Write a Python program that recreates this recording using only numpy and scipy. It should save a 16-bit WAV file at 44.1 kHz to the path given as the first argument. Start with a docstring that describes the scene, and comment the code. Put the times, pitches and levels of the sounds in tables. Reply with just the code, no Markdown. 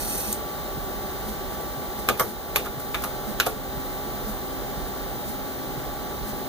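"""A terminal's fan hums and its picture tube whines throughout; a clock-like pulse comes about twice a second.
First a rotary dial whirs home on its governor and gear noise, clicks at its stop and rings out.
Fingers then leave its base, and eight key strokes follow: contact noise over ringing metal and hollow case.
Between them a low beating hum swells. All but the tube whine and the whirr's low ringing tone is widened by
two close microphone ports; a gain control ducks after loud keys, holds and recovers."""
import sys
import numpy as np
from scipy import signal
from scipy.fft import rfft, irfft, next_fast_len
from scipy.io import wavfile
from scipy.ndimage import uniform_filter1d, minimum_filter1d, map_coordinates

SR = 44100
rng = np.random.default_rng(int(sys.argv[2]) if len(sys.argv) > 2 else 0)


def master(y):
    """Save y as 16-bit WAV."""
    cut = np.clip(np.atleast_2d(y).T, -1, 1)
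    pcm = np.round(cut * 32767)  # scale
    wavfile.write(sys.argv[1], SR, pcm.astype(np.int16))


N = 285768
TIME = np.arange(N) / SR  # s, the whole scene
AGE = np.arange(SR // 4) / SR  # s since a short sound began

# Spectra give relative colour only: the noise they shape is then set to rms 1.
# fan air and hiss: pitch_hz, density_db
AIR_SPECTRUM = [(20, -32), (32, -1.5), (52, 0.5), (96, -8.5), (204, -7), (300, -7.5), (420, -7),
                (650, -5.5), (930, -12.5), (1350, -17.5), (2100, -16.5), (2800, -19), (3800, -22),
                (5500, -24.5), (7000, -24.5), (9000, -30), (12000, -26), (14500, -24.5), (15400, -29),
                (15700, -42)]
# resonances of the fan's air path: pitch_hz, width_hz, gain_db
AIR_RESONANCES = [(50, 31, 4), (165, 3.5, 3.5), (208.5, 15, 8), (366, 77, 7), (516, 5, 5.5),
                  (736, 7.2, -7.5), (780, 14, 6.5), (1128, 48, 3), (1286, 24, 3.5), (1362, 21, 6),
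                  (1437, 10, 6), (3900, 340, 5.5)]
# unsteady fan tones: pitch_hz, level_db (before a common trim)
FAN_TONES = [(384, -50), (593, -47.5), (714, -51.5), (769, -51), (833, -45.5), (887, -70.5), (1152, -49.5),
             (1535, -61)]

# low hum, then its octave, each beating: level_db (after the swell), beat_period_s, crest_s, beat_depth (0-1)
DRONE_PARTIALS = [(-49.5, 0.522, 3.67, 0.38), (-47.5, 0.907, 3.71, 0.37)]
# the hum starts softer and swells: swell centre, how fast, level before
DRONE_SWELL_S, DRONE_RISE_S, DRONE_EARLY_DB = 2.7, 0.092, -6

# tube's line whine, then its lower sidebands: mid_db (in phase), side_db (in opposite phase)
WHINE_PARTIALS = [(-49.5, -44), (-57.5, -37), (-55.5, -51), (-62, -68)]
LINE_HZ, SIDEBAND_HZ = 15448, 384

PULSE_TIMES_S = .293 + np.arange(7)

# colour of the dial's whirr: pitch_hz, density_db
WHIRR_SPECTRUM = [(1300, -12), (2300, 0), (3300, -3.5), (4700, -9.5), (7500, -2), (9100, -5), (10300, 1.5),
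                  (12500, 0), (14500, -2), (15400, -2), (16000, -25)]
# tone colour of the whirr, bands raised or lowered: pitch_hz, width_hz, gain_db
WHIRR_BANDS = [(2500, 250, -29), (4300, 100, 12), (4720, 43, 15), (5660, 52, 13), (6200, 64, 9),
               (6700, 100, -2), (8850, 90, 12.5), (9400, 100, 9), (10080, 80, -5), (12300, 110, 3),
               (12880, 220, 8.5), (13900, 60, 4)]
# bands of the whirr's low ringing tone, heard only in the side: pitch_hz, width_hz, gain_db
SIDE_TONE_BANDS = [(2430, 55, 21), (2650, 80, 20)]
# dial contacts, then the end stop: start_s, level_db
DIAL_CLICKS = [(.049, -37), (.111, -32), (.132, -34), (.159, -35), (.18, -32), (.19, -32), (0.3274, -19.5),
               (.3288, -18), (.3305, -22)]
# colour of those clicks: pitch_hz, density_db
CLICK_SPECTRUM = [(3000, -24), (5000, -19), (6500, -3), (9000, 3), (11500, -6), (14500, -3), (16000, -11)]
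# fingers let go of the dial's wooden base: start_s, level_db
BASE_BUMPS = [(1.512, -36), (1.592, -28)]
WHIRR_DB, SPIN_UP_DB_PER_S = -35.5, 11  # whirr level at 0 s and its growth as it runs
COAST_S, COAST_DB = 0.214, -36  # after the last contact it coasts more quietly
HOME_S, RING_OUT_DB_PER_S = 0.33, 270  # at the stop the works ring out
SIDE_TONE_DB = -9  # over the whirr

# key strokes: start_s, strength_db, hardness_db, thud_db, thud_hz, clack_hz, ping_db, stem_hz, tick_db,
# contact_s, rebound_delay_s, rebound_db, rebound_thud_db.
# Later dB count from the strength, rebound_thud_db from the rebound's own; thuds get a common trim.
KEY_STROKES = [(2.088, -14.5, 3.5, -5, 397, 1270, 1.5, 2440, -7, 0.000098, .0098, -7, 14),
               (2.1965, -12.5, -16, -1, 450, 1150, -3, 2150, -4, 0.00051, .0078, -1, 3),
               (2.5594, -16.5, 3, 3.5, 670, 1110, 8.5, 2470, -1.5, 0.00024, 0.0067, -7, 5),
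               (2.6576, -31, -6, -4, 500, 1250, 2.5, 2410, -5.5, 0.00046, .0043, 2, -4),
               (2.9446, -23.5, -2, -6, 700, 1450, 8.5, 2420, -6.5, 0.00046, 0.0047, -2, 2),
               (3.038, -24.5, -12, -4, 850, 1280, 0, 2510, -1.5, 0.00035, .0105, -3.5, -13),
               (3.4, -18.5, 15, -2, 600, 1500, 5, 2530, -2, 0.00015, .008, -10.5, 9),
               (3.4641, -22, 1, 6, 575, 1200, -9, 2500, 1, 0.00063, 0.0035, -2, 13.5)]
# one contact's hard impact, over in a few cycles: pitch_hz, level_db, t60_s
IMPACT_MODES = [(1535, -8, 0.017), (3370, -20, 0.0061), (5050, -11.5, 0.004), (7130, -10, 0.0068),
                (10700, -4, 0.0018), (13700, -6, 0.0027)]
# the hollow case: pitch_hz, level_db, t60_s
CASE_MODES = [(135, 2, 0.067), (244, 4.5, 0.037), (345, 1, 0.059), (438, 3.5, 0.11), (507, 8.5, 0.049),
              (583, 2, 0.076), (680, 9, 0.046), (747, 5.5, 0.041), (844, -2, 0.1)]
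# the plate that holds the keys: pitch_hz, level_db, t60_s
PLATE_MODES = [(862, 0.5, 0.071), (963, -4.5, 0.11), (1129, -2.5, 0.071), (1223, 0.5, 0.053),
               (1290, -9, 0.08), (1393, -1, 0.077), (1476, -9.5, 0.046), (1670, 0, 0.051), (2080, -14, .04)]
# a key's stem: pitch_ratio (multiple of its pitch), level_db, t60_s
STEM_MODES = [(1, -1, 0.014), (.94, -10, 0.0054), (1.09, -6, 0.0094), (.995, -21, .075), (1.38, -15, .025),
              (1.46, -18, 0.059)]
# colour of the plastic snap: pitch_hz, density_db
SNAP_SPECTRUM = [(500, -15), (1400, 0.5), (2000, -8), (2500, 16), (3100, 2), (3700, 5), (4800, -5),
                 (7500, -10), (10000, -19), (16000, -26)]
# colour of ticks, rubs and puffs: pitch_hz, density_db
TICK_SPECTRUM = [(3000, -1.5), (6000, -2), (9000, -2), (11800, 3.5), (14200, 4), (15100, -8), (16000, -22)]
# key springs that rattle and ring on: start_s, pitch_hz, width_hz, level_db, t60_s
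SPRING_RINGS = [(2.088, 8650, 120, -36, 0.091), (2.198, 8550, 120, -40.5, 0.1),
                (2.2, 13500, 400, -27, 0.19), (2.1985, 13500, 1000, -28, 0.038),
                (2.2045, 14000, 600, -32, 0.039), (2.218, 5670, 150, -32, 0.051),
                (2.56, 11600, 300, -25.5, 0.068), (2.5803, 12000, 300, -27, .02),
                (2.9485, 3550, 200, -28.5, 0.03), (3.039, 13200, 300, -34, .08)]
# fingers graze a cap or the dial: start_s, level_db
FINGER_TOUCHES = [(1.53, -40), (1.607, -41), (1.99, -35.5), (2.175, -38), (2.65, -38), (2.798, -34.5),
                  (3.021, -34), (3.461, -32)]
CASE_REACH_HZ, PLATE_REACH_HZ = 271, 254  # how far from its own pitch a key still drives the modes
IMPACT_DB, CLACK_DB, SNAP_DB = 2, -5, -6
SNAP_PER_HARDNESS = 0.81  # dB of plastic snap per dB of hardness
SLIDE_DB, SLIDE_S = -14, 0.0047  # the stem's rub: level over its tick, rise time
TOUCH_CLACK_DB, TOUCH_HZ = -9, 1290  # a graze's faint plate ring, over the graze
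CHATTER_PER_S, CHATTER_T60_S, CHATTER_SHARE = 120, 0.0091, .75  # a loose cap taps after each blow
REBOUND_HARDNESS_DB, REBOUND_TICK_DB, REBOUND_PING_DB = 4.5, -6, -5  # added for the second contact

# the small room's decay: pitch_hz, t60_s
ROOM_DECAY = [(200, 0.54), (1200, 0.13), (4000, 0.27), (14000, 0.058)]
# the two ports: pitch_hz, side_db, share (of the side that follows the mid), phase_rad, cross_feed (share)
PORTS = [(50, -1, 0.92, 2.7, 0.0029), (134, -5, 1, 1.85, 0.013), (222, -3.5, 0.55, 2.8, 0.14),
         (415, -6.5, 0.28, 0.85, 0.0093), (870, -9.5, 1, 3.2, 0.61), (1310, -0.5, .1, 4.4, 1),
         (2420, -4.5, 0.18, 2.5, 0.87), (3550, -3, 0.45, 4.45, 0.16), (7000, 2, 0.38, 4.5, 0.34),
         (13000, -1, 0.59, 3.4, 0.83)]
TOP_HZ = 15800  # band limit


def amp(db):
    """Decibels to gain."""
    return 10 ** (np.asarray(db) / 20)


def unit(x):
    """Scale to rms 1."""
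    return x / np.sqrt(np.mean(x ** 2) + 1e-20)


def along(points, hz):
    """Read (pitch_hz, value) points on a log frequency axis."""
    f, v = np.transpose(points)
    return np.interp(np.log(hz + 1), np.log(f + 1), v)


def wobble(rate):
    """A smooth random curve, rate knots a second."""
    knots = rng.standard_normal(int(N * rate / SR) + 4)
    steps = np.arange(0, len(knots) - 1, 1 / 8)
    return np.interp(TIME * rate, steps, map_coordinates(knots, [steps]))


def filtered(x, response):
    """Shape x by a response of frequency."""
    n = x.shape[-1]
    padded = next_fast_len(n + 8192)
    hz = np.fft.rfftfreq(padded, 1 / SR)
    return irfft(rfft(x, padded) * response(hz), padded)[..., :n]


def noise(spectrum, size):
    """Two unrelated coloured noises of rms 1."""
    return unit(filtered(rng.standard_normal((2, size)), lambda hz: amp(along(spectrum, hz))))


def humps(bands, hz):
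    """Gain of raised or lowered bands, each a bell in dB around its centre."""
    return amp(sum(db / (1 + ((hz - centre) / width) ** 2) for centre, width, db in bands))


def fade(t60):
    """An exponential decay, 60 dB down after t60 seconds."""
    return np.exp(-np.log(1000) * AGE / max(t60, 1e-3))


def ring(modes, scatter):
    """Struck modes decay as sines, at slightly new strengths per blow; scatter (rad) spreads their phases."""
    out = 0
    for hz, db, t60 in modes:
        gain = amp(db + rng.normal(0, 0.2, (2, 1)))
        phase = scatter * rng.standard_normal((2, 1))
        out = out + gain * fade(t60) * np.sin(2 * np.pi * hz * AGE + phase)
    return out


def struck(modes, centre_hz, reach_hz):
    """The ring of these modes when a key drives mostly those near its own pitch."""
    driven = [(hz, db - 20 * np.log10(1 + ((hz - centre_hz) / reach_hz) ** 2), t60) for hz, db, t60 in modes]
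    return ring(driven, scatter=.55)


def add(track, s, sound):
    """Mix a sound in at time s."""
    part = track[:, max(round(s * SR), 0):][:, :sound.shape[1]]
    part += sound[:, :part.shape[1]]


def in_room(sound, near_db, far_db):
    """A short sound with quick echoes off desk and screen, and the small room's tail, shorter where damped."""
    hz, t, z = signal.stft(rng.standard_normal((2, len(AGE))), SR, nperseg=256)
    decay = np.exp(-np.log(1000) * t / along(ROOM_DECAY, hz)[:, None])
    tail = signal.istft(z * decay, SR, nperseg=256)[1][:, :len(AGE)]
    near = rng.standard_normal((2, len(AGE))) * fade(0.085) * (AGE > .002)
    echoes = amp(near_db) * near / np.linalg.norm(near[0]) + amp(far_db) * tail / np.linalg.norm(tail[0])
    return sound + signal.fftconvolve(sound, echoes, axes=1)[:, :len(AGE)]


def fan():
    """Air rushes through the resonant case, with slightly unsteady tones on top."""
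    flutter_db = .35 * wobble(5)
    rush = unit(filtered(noise(AIR_SPECTRUM, N), lambda hz: humps(AIR_RESONANCES, hz)))
    out = amp(-35.5 + flutter_db) * rush
    quadrature = np.array([[0], [np.pi / 2]])
    for hz, db in FAN_TONES:
        phase = 2 * np.pi * np.cumsum(hz + 0.812 * wobble(6)) / SR
        tone_db = db - 1.5 + 1.2 * wobble(4.014)
        out += np.sqrt(2) * amp(tone_db) * np.sin(phase + quadrature)
    return out


def drone(drone_hz=131):
    """A low hum with its octave; both beat slowly and grow louder partway through."""
    out, quadrature = np.zeros((2, N)), np.array([[0], [np.pi / 2]])
    early = (1 - np.tanh((TIME - DRONE_SWELL_S) / DRONE_RISE_S)) / 2  # 1 before the swell, 0 after
    phase = 2 * np.pi * np.cumsum(drone_hz + 0.58 * wobble(6)) / SR
    for k, (db, period, crest, depth) in enumerate(DRONE_PARTIALS):
        beat = 1 + np.clip(depth, 0, 1) * np.cos(2 * np.pi * (TIME - crest) / period)
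        out += np.sqrt(2) * amp(db + DRONE_EARLY_DB * early) * beat * np.sin((k + 1) * phase + quadrature)
    return out


def tube():
    """Mid and side of the line whine; their levels drift as hands move through its standing waves."""
    out = np.zeros((2, N))
    for k, (mid_db, side_db) in enumerate(WHINE_PARTIALS):
        phase = 2 * np.pi * (LINE_HZ - k * SIDEBAND_HZ) * TIME
        mid = amp(mid_db + 0.7 * wobble(3.9)) * np.sin(phase)
        side = amp(side_db + .7 * wobble(2.95)) * np.cos(phase + .25)
        out += np.sqrt(2) * np.array([mid, side])
    return out


def clock():
    """A soft hum burst with a puff of hiss every second, and a duller bump in between."""
    out, puffs = np.zeros((2, N)), np.zeros(N)
    for s in PULSE_TIMES_S:
        t = TIME - s
        hum = np.sin(2 * np.pi * 210 * t + rng.uniform(0, 2 * np.pi, (2, 1)))
        bump = np.sin(2 * np.pi * 140 * t + rng.uniform(0, 2 * np.pi))
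        out += amp(-32.0) * np.exp(-(t / 0.03) ** 2) * hum
        out += amp(-30) * np.exp(-((t - .487) / 0.0087) ** 2) * bump
        puffs += np.exp(-np.abs(t) / 0.032)
    return out + amp(-41.5) * puffs * noise(TICK_SPECTRUM, N)


def dial_effort(governor_hz=40, sway=0.091, flutter=0.079):
    """How hard the works rub: spin up, coast, ring out, pulsing at the governor's turns and third harmonic."""
    running_db = np.where(TIME < COAST_S, WHIRR_DB + SPIN_UP_DB_PER_S * TIME, COAST_DB)
    level_db = running_db - RING_OUT_DB_PER_S * np.maximum(TIME - HOME_S, 0)
    turn = 2 * np.pi * np.cumsum(governor_hz + wobble(16)) / SR
    return amp(level_db) * (1 + sway * np.sin(turn) + flutter * np.sin(3 * turn))


def patchy(x, depth_db):
    """The rubbing excites ever different resonances: a random gain over time and frequency."""
    z = signal.stft(x, nperseg=256)[2]
    field = uniform_filter1d(rng.standard_normal(z.shape[1:]), size=3, axis=0)
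    field = uniform_filter1d(field, size=4, axis=1)
    return signal.istft(z * amp(depth_db * unit(field)), nperseg=256)[1][:, :N]


def whirr_side_tone():
    """Mid (silent) and side of the whirr's low ringing tone: narrow noise near 2.4 and 2.65 kHz."""
    tone = unit(filtered(rng.standard_normal(N), lambda hz: humps(SIDE_TONE_BANDS, hz) - 1))
    return np.outer([0, 1], amp(SIDE_TONE_DB) * dial_effort() * tone)


def dial(teeth_per_s=171, teeth_db=-7):
    """The governor rubs and gear teeth tick as the dial runs home; it clicks at its stop and the hand lets go."""
    tooth = np.floor(np.cumsum(teeth_per_s * (1 + 0.025 * wobble(20))) / SR)
    teeth = unit(np.diff(tooth, prepend=0) * rng.uniform(0.54, 1, N))
    # each tooth leaves a short decaying scrape
    scrapes = np.sqrt(np.abs(signal.fftconvolve(teeth ** 2, fade(0.0067) ** 2)[:N]))
    rubbing = rng.standard_normal((2, N)) * amp(.6 * wobble(299))
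    ticking = unit(scrapes * rng.standard_normal((2, N)))
    works = patchy(rubbing + amp(teeth_db) * ticking, depth_db=1.5)
    whirr = unit(filtered(works, lambda hz: amp(along(WHIRR_SPECTRUM, hz)) * humps(WHIRR_BANDS, hz)))
    out = dial_effort() * whirr
    for s, db in DIAL_CLICKS:
        click = noise(CLICK_SPECTRUM, len(AGE)) * fade(0.0078)
        add(out, s, amp(db) * in_room(click, near_db=-14, far_db=-12))
    for s, db in BASE_BUMPS:
        # the base borrows the hollow case's modes, with a soft onset
        add(out, s, amp(db) * ring(CASE_MODES, scatter=1.0) * (1 - fade(0.084)))
    return out


def slides():
    """The key stem rubs in its guide just before each stroke lands, in proportion to its tick."""
    out = np.zeros(N)
    for s, db, *_, tick_db, contact_s, delay, rebound_db, rebound_thud_db in KEY_STROKES:
        out += amp(db + tick_db + SLIDE_DB) * np.exp(-np.abs(TIME - s) / SLIDE_S) * (TIME < s)
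    return out * noise(TICK_SPECTRUM, N)


def chatter(count=40):
    """The envelope, of rms 1, of a loose cap tapping at uneven intervals."""
    gaps, sizes = rng.uniform(.4, 1.6, (2, count))
    tap_samples = (np.cumsum(gaps) / CHATTER_PER_S * SR).astype(int)
    taps = np.bincount(tap_samples, sizes, len(AGE))[:len(AGE)]
    power = np.abs(signal.fftconvolve(taps, fade(CHATTER_T60_S) ** 2)[:len(AGE)])
    share = np.clip(CHATTER_SHARE, 0, 1)
    return np.sqrt(1 - share + share * power / power.mean())


def crack(spectrum, t60, rattle_db, far_db):
    """A burst of contact noise, the key's brief rattle and a faint diffuse tail, summed as powers."""
    rattle = amp(rattle_db) * fade(0.04) * chatter()
    tail = amp(far_db) * fade(0.24)
    return noise(spectrum, len(AGE)) * np.sqrt(fade(t60) ** 2 + rattle ** 2 + tail ** 2)


def contacts():
    """Every stroke lands, then rebounds once with a harder contact, a weaker tick and a weaker ping."""
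    for (s, db, hard_db, thud_db, thud_hz, clack_hz, ping_db, stem_hz, tick_db,
         contact_s, delay, rebound_db, rebound_thud_db) in KEY_STROKES:
        voice = thud_hz, clack_hz, stem_hz, contact_s
        yield s, db, hard_db, thud_db, tick_db, ping_db, *voice
        yield (s + delay, db + rebound_db, hard_db + REBOUND_HARDNESS_DB, rebound_thud_db,
               tick_db + REBOUND_TICK_DB, ping_db + REBOUND_PING_DB, *voice)


def keyboard():
    """Each key cracks against its stop, pings its stem, knocks the mounting plate and thuds into the case."""
    out = np.zeros((2, N))
    for s, db, hard_db, thud_db, tick_db, ping_db, thud_hz, clack_hz, stem_hz, contact_s in contacts():
        hits = sum(amp(level) * fade(t60) * np.sin(2 * np.pi * hz * AGE) for hz, level, t60 in IMPACT_MODES)
        impact = np.outer([1, 0], amp(IMPACT_DB + hard_db) * hits)  # straight from in front
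        swell = 1 - fade(.008)
        thud = amp(thud_db - 16.0) * struck(CASE_MODES, thud_hz, CASE_REACH_HZ) * swell
        clack = amp(CLACK_DB) * struck(PLATE_MODES, clack_hz, PLATE_REACH_HZ)
        stem = [(ratio * stem_hz, level, t60) for ratio, level, t60 in STEM_MODES]
        ping = amp(ping_db) * ring(stem, scatter=0.97)
        snap_db = SNAP_DB + SNAP_PER_HARDNESS * hard_db
        snap = amp(snap_db) * crack(SNAP_SPECTRUM, t60=0.015, rattle_db=-5, far_db=-15.5)
        tick = amp(tick_db) * crack(TICK_SPECTRUM, t60=0.022, rattle_db=-1.5, far_db=-12.5)
        body = in_room(thud + clack, near_db=-11.5, far_db=-8) + in_room(ping, near_db=-7, far_db=-9)
        landing = 1 - np.exp(-AGE / max(contact_s, 1e-5))  # longer contact, softer onset
        add(out, s, amp(db) * landing * (impact + snap + tick + body))
    for s, db in FINGER_TOUCHES:
        graze = crack(TICK_SPECTRUM, t60=0.0098, rattle_db=-2, far_db=-8)
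        knock = amp(TOUCH_CLACK_DB) * struck(PLATE_MODES, TOUCH_HZ, PLATE_REACH_HZ)
        add(out, s, amp(db) * (graze + knock))
    for s, hz, width_hz, db, t60 in SPRING_RINGS:
        hiss = rng.standard_normal((2, len(AGE)))
        coil = unit(filtered(hiss, lambda f: 1 / (1 + ((f - hz) / width_hz) ** 2)))
        add(out, s, amp(db) * coil * fade(t60))
    return out


def widened(pair, aside=0, comb_hz=2560):
    """Mid and side once each port has the other's delayed signal subtracted; aside ties side closer to mid."""
    def column(index, hz):
        return along(np.array(PORTS)[:, [0, index]], hz)

    def share(hz):
        return np.clip(aside + (1 - aside) * column(2, hz), 0, 1)

    def feed(hz):
        return np.clip(column(4, hz), 0, 1) * np.exp(-2j * np.pi * hz / comb_hz)

    # pair[0] is the mid, pair[1] feeds the part of the side that does not follow it
    direct = filtered(pair[0], lambda hz: share(hz) * np.exp(1j * column(3, hz)))
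    diffuse = filtered(pair[1], lambda hz: np.sqrt(1 - share(hz) ** 2))
    # the subtraction combs mid and side in turn; the hypot keeps their summed power flat
    mid = filtered(pair[0], lambda hz: (1 - feed(hz)) / np.hypot(1, abs(feed(hz))))
    side = filtered(direct + diffuse,
                    lambda hz: amp(column(1, hz)) * (1 + feed(hz)) / np.hypot(1, abs(feed(hz))))
    return np.array([mid, side])


def scene():
    """Everything on the desk, as left and right; the dial lies off to one side."""
    desk = widened(fan() + drone() + clock() + slides() + keyboard())
    mid, side = desk + widened(dial(), aside=0.28) + whirr_side_tone() + tube()
    return np.array([mid + side, mid - side])


def record(dry, threshold_db=-21, slope=0.28, hold_s=0.21, smooth_s=0.079):
    """Gain control ducks after loud keys, holds and recovers; peaks round off; then the band limit."""
    power = uniform_filter1d(np.mean(dry ** 2, axis=0), SR // 200)
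    level_db = 10 * np.log10(np.abs(power) + 1e-12)
    span = int(hold_s * SR) // 2
    wanted_db = -slope * np.maximum(level_db - threshold_db, 0)
    duck_db = minimum_filter1d(wanted_db, 2 * span + 1, origin=span)  # looks back over the hold
    pole = np.exp(-1 / (smooth_s * SR))
    ducked = dry * amp(signal.lfilter([1 - pole], [1, -pole], duck_db))
    rounded = ducked / (1 + np.abs(ducked / .88) ** 6) ** (1 / 6)
    return filtered(rounded, lambda hz: hz < TOP_HZ)


dry = scene()
out = record(dry)
master(out)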